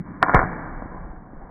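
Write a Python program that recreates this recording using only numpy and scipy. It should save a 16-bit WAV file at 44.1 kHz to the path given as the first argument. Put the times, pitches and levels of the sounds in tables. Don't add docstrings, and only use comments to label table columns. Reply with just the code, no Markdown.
import sys
import numpy as np
from scipy import signal
from scipy.fft import rfft, irfft
from scipy.io import wavfile
from scipy.ndimage import uniform_filter1d

SR = 44100
rng = np.random.default_rng(int(sys.argv[2]) if len(sys.argv) > 2 else 0)


def master_out(mix):
    frames = np.transpose(np.atleast_2d(mix))
    ceiling = np.clip(frames, -1, 1)
    pcm = np.round(ceiling * 32767).astype(np.int16)
    wavfile.write(sys.argv[1], SR, pcm)


N = 66150
TIME = np.arange(N) / SR


def cracks():
    # t/s, level/dB, f/Hz, cycles until it has died away
    snaps = [(.2274, 7, 1321, 2.18), (.2630, -15, 988, 5.1), (.2794, -26.5, 1210, 3),
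             (.2835, -9.5, 1050, 4.6), (.2949, -0.5, 1160, 2), (.3042, -16.5, 1500, 4),
             (.3147, -12.5, 1400, 4), (.3395, -7.5, 1297, 1.2), (.3455, 2, 734, 2.87),
             (.3485, -4.5, 960, 4.6), (.3510, -27.5, 1520, 3.8), (.3567, -17.5, 1070, 5),
             (.3642, -11, 1094, 12), (.3757, -2, 1510, 2.7), (.3919, 1.5, 1313, 1.9),
             (.4042, -15, 1200, 3.4), (.4157, -5.5, 880, 1.3), (.4288, -6, 918, 1.6),
             (.4355, -17, 1100, 2.5), (.4470, -17, 862, 1.6), (.8215, -20.5, 694, 2.1)]
    low_cut_hz, high_cut_hz = 540.4, 1706
    thin = signal.sosfilt(signal.butter(2, low_cut_hz, "high", fs=SR, output="sos"), bursts(snaps))
    return signal.sosfilt(signal.butter(6, high_cut_hz, fs=SR, output="sos"), thin)


def puffs():
    # t/s, level/dB, f/Hz
    thumps = [(0.2288, -19, 140), (0.3456, -8.5, 161), (0.3464, -10.5, 376), (.3520, -7, 130),
              (.3600, -8.5, 43.9), (0.387, -16.5, 123), (0.438, -13.5, 137), (.4510, -19, 159),
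              (.4580, -19, 168), (0.8231, -22.5, 220), (0.8577, -23, 174.5), (0.9456, -28.5, 190),
              (0.961, -29.5, 306), (1.133, -29, 225), (1.3336, -30.5, 219), (1.343, -31.5, 45)]
    cycles = 1.8
    return bursts([(*thump, cycles) for thump in thumps])


def sputter():
    # t/s, level/dB
    loudness = [(.21, -49), (.232, -13), (.255, -32), (.285, -25.5), (.325, -29), (.35, -8), (.385, -18),
                (.44, -28), (.475, -33.5), (.8, -43.5), (1.2, -74)]
    # f/Hz, level/dB
    colour = [(60, -16.5), (300, -1.5), (500, -2), (800, 0.5), (1100, -5.5), (1700, 0), (2000, -8.5),
              (2300, -10)]
    pops_per_s = 1800
    pops = rng.random(N) < pops_per_s / SR
    signs = rng.choice([-1, 1], N)
    return level(loudness) * coloured(pops * signs, colour)


def flare():
    # t/s, level/dB
    loudness = [(.2, -63), (.25, -35.5), (.47, -32.5), (.58, -35.5), (.75, -37.5), (.88, -39.5),
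                (.96, -39.5), (1.12, -43), (1.2, -45), (1.3, -47), (1.42, -43.5), (1.5, -43.5)]
    # f/Hz, level/dB
    colour = [(100, -1.5), (300, -12.5), (450, 0), (600, 1), (780, 3.5), (1050, 1.5), (1300, -3.5),
              (1650, -0.5), (2000, -9.5), (2300, -12)]
    treble_from_hz, dulling = 1301, 0.87
    hiss, strength = noise(colour), level(loudness)
    body = signal.sosfiltfilt(signal.butter(2, treble_from_hz, fs=SR, output="sos"), hiss)
    treble = (hiss - body) * (strength / strength.max()) ** dulling
    return strength * (body + treble)


def flame():
    # t/s, level/dB
    flutter_loudness = [(0, -26.5), (.04, -43.5), (.1, -35.5), (.2, -41.5), (.3, -33.5), (.36, -39),
                        (.44, -33.5), (.5, -33.5), (.7, -39), (.85, -43), (1.05, -40.5), (1.15, -48),
                        (1.21, -44.5), (1.3, -47), (1.35, -46.5), (1.5, -46.5)]
    # f/Hz, level/dB
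    flutter_colour = [(40, -18.5), (85, -4.5), (125, -4.5), (175, 3.5), (215, -4.5), (300, -3.5),
                      (380, -12), (600, -37), (1500, -51.5)]
    # t/s, level/dB
    draught_loudness = [(0, -50), (.335, -46), (.365, -23), (.40, -32), (.45, -31), (.52, -42), (.66, -40),
                        (.77, -33), (.9, -42), (.97, -38), (1.05, -35), (1.17, -39), (1.25, -52),
                        (1.31, -50), (1.36, -38), (1.5, -43)]
    # f/Hz, level/dB
    draught_colour = [(10, -26.5), (22, -2), (34, -2.5), (48, -11.5), (70, -16), (100, -50.5), (250, -56),
                      (600, -67.5)]
    flutter = level(flutter_loudness) * evened(noise(flutter_colour))
    draught = level(draught_loudness) * evened(noise(draught_colour))
    return flutter + draught


def fizz():
    # t/s, level/dB
    loudness = [(0, -71), (.03, -60), (.065, -45), (.15, -43), (.19, -44.5), (.225, -39), (.26, -50.5),
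                (.3, -86)]
    # f/Hz, level/dB
    colour = [(300, -4.5), (500, -6), (820, -7.5), (1020, 1), (1200, -2), (1350, -13), (1700, -8),
              (2000, -23.5), (2300, -18)]
    return level(loudness) * noise(colour)


def whistle():
    peak_s, fade_s, pitch_hz, width_hz, peak_db = 0.96, 0.035, 1009, 62, -43
    decay = np.exp(-np.pi * width_hz / SR)
    ring = ringing_filter(pitch_hz, decay)
    breathy = signal.lfilter([1], ring, rng.standard_normal(N))
    tone = signal.lfilter([1], ring, breathy)
    swell = np.exp(-((TIME - peak_s) / fade_s) ** 2)
    return from_db(peak_db) * rms_one(tone) * swell


def reflections(sound):
    echo_s, echo_db = 0.002806, -4.5
    wash_s, wash_db = 0.069, -7
    echo = np.interp(TIME - echo_s, TIME, sound)
    fade = from_db(-60 * np.minimum(TIME / wash_s, 10))
    tail = rng.standard_normal(N) * fade * (TIME > echo_s)
    wash = signal.fftconvolve(sound, tail / np.linalg.norm(tail))[:N]
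    return sound + from_db(echo_db) * echo + from_db(wash_db) * wash


def room_ringing(sound):
    # f/Hz, level/dB, time to fall by 60 dB/s
    room_tones = [(310.5, 1, 0.092), (746, 5.5, 0.75), (1032, -8, 0.37), (1139, -5, 0.053), (1223, -3, .2),
                  (1392, -4, 0.074), (1640, -1.5, 0.59), (1935, -5, 0.053)]
    out = sound
    for hz, db, ring_s in room_tones:
        decay = from_db(-60 / (ring_s * SR))
        ring = signal.lfilter([1, 0, -1], ringing_filter(hz, decay), sound)
        out = out + from_db(db) * (1 - decay ** 2) / 2 * ring
    return out


def bursts(rows):
    out = np.zeros(N)
    for start_s, db, hz, cycles in rows:
        turns = np.clip((TIME - start_s) * hz, 0, 20)
        swing = np.sin(2 * np.pi * turns) * np.sqrt(turns) * from_db(-60 * turns / cycles)
        out += from_db(db) * swing / np.abs(swing).max()
    return out


def noise(colour):
    return coloured(rng.standard_normal(N), colour)


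def coloured(sound, colour):
    hz, db = np.transpose(colour)
    all_hz = np.maximum(np.fft.rfftfreq(N, 1 / SR), 1)
    gains = from_db(np.interp(np.log(all_hz), np.log(hz), db))
    return rms_one(irfft(rfft(sound) * gains, N))


def evened(rumble, window_s=0.06):
    power = uniform_filter1d(rumble ** 2, int(window_s * SR), mode="wrap")
    return rumble / np.sqrt(power + 1e-9)


def ringing_filter(hz, decay):
    return [1, -2 * decay * np.cos(2 * np.pi * hz / SR), decay ** 2]


def level(curve):
    return from_db(np.interp(TIME, *np.transpose(curve)))


def from_db(db):
    return 10 ** (np.asarray(db) / 20)


def rms_one(sound):
    return sound / np.sqrt(np.mean(sound ** 2) + 1e-20)


def scene():
    match = reflections(cracks()) - puffs() + sputter() + flare()
    return (room_ringing(match) + flame() + whistle() + fizz())[None]


def record(dry):
    low_cut_hz, high_cut_hz, top_hz = 5.3, 2340, 16000
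    thinned = signal.sosfilt(signal.butter(2, low_cut_hz, "high", fs=SR, output="sos"), dry)
    treble_cut = signal.firwin(2001, high_cut_hz, window=("kaiser", 8), fs=SR)
    dull = signal.fftconvolve(thinned, treble_cut[None], "same")
    overloaded = np.clip(dull, -1, 1)
    return signal.sosfilt(signal.cheby2(12, 70, top_hz, fs=SR, output="sos"), overloaded)


dry = scene()
out = record(dry)
master_out(out)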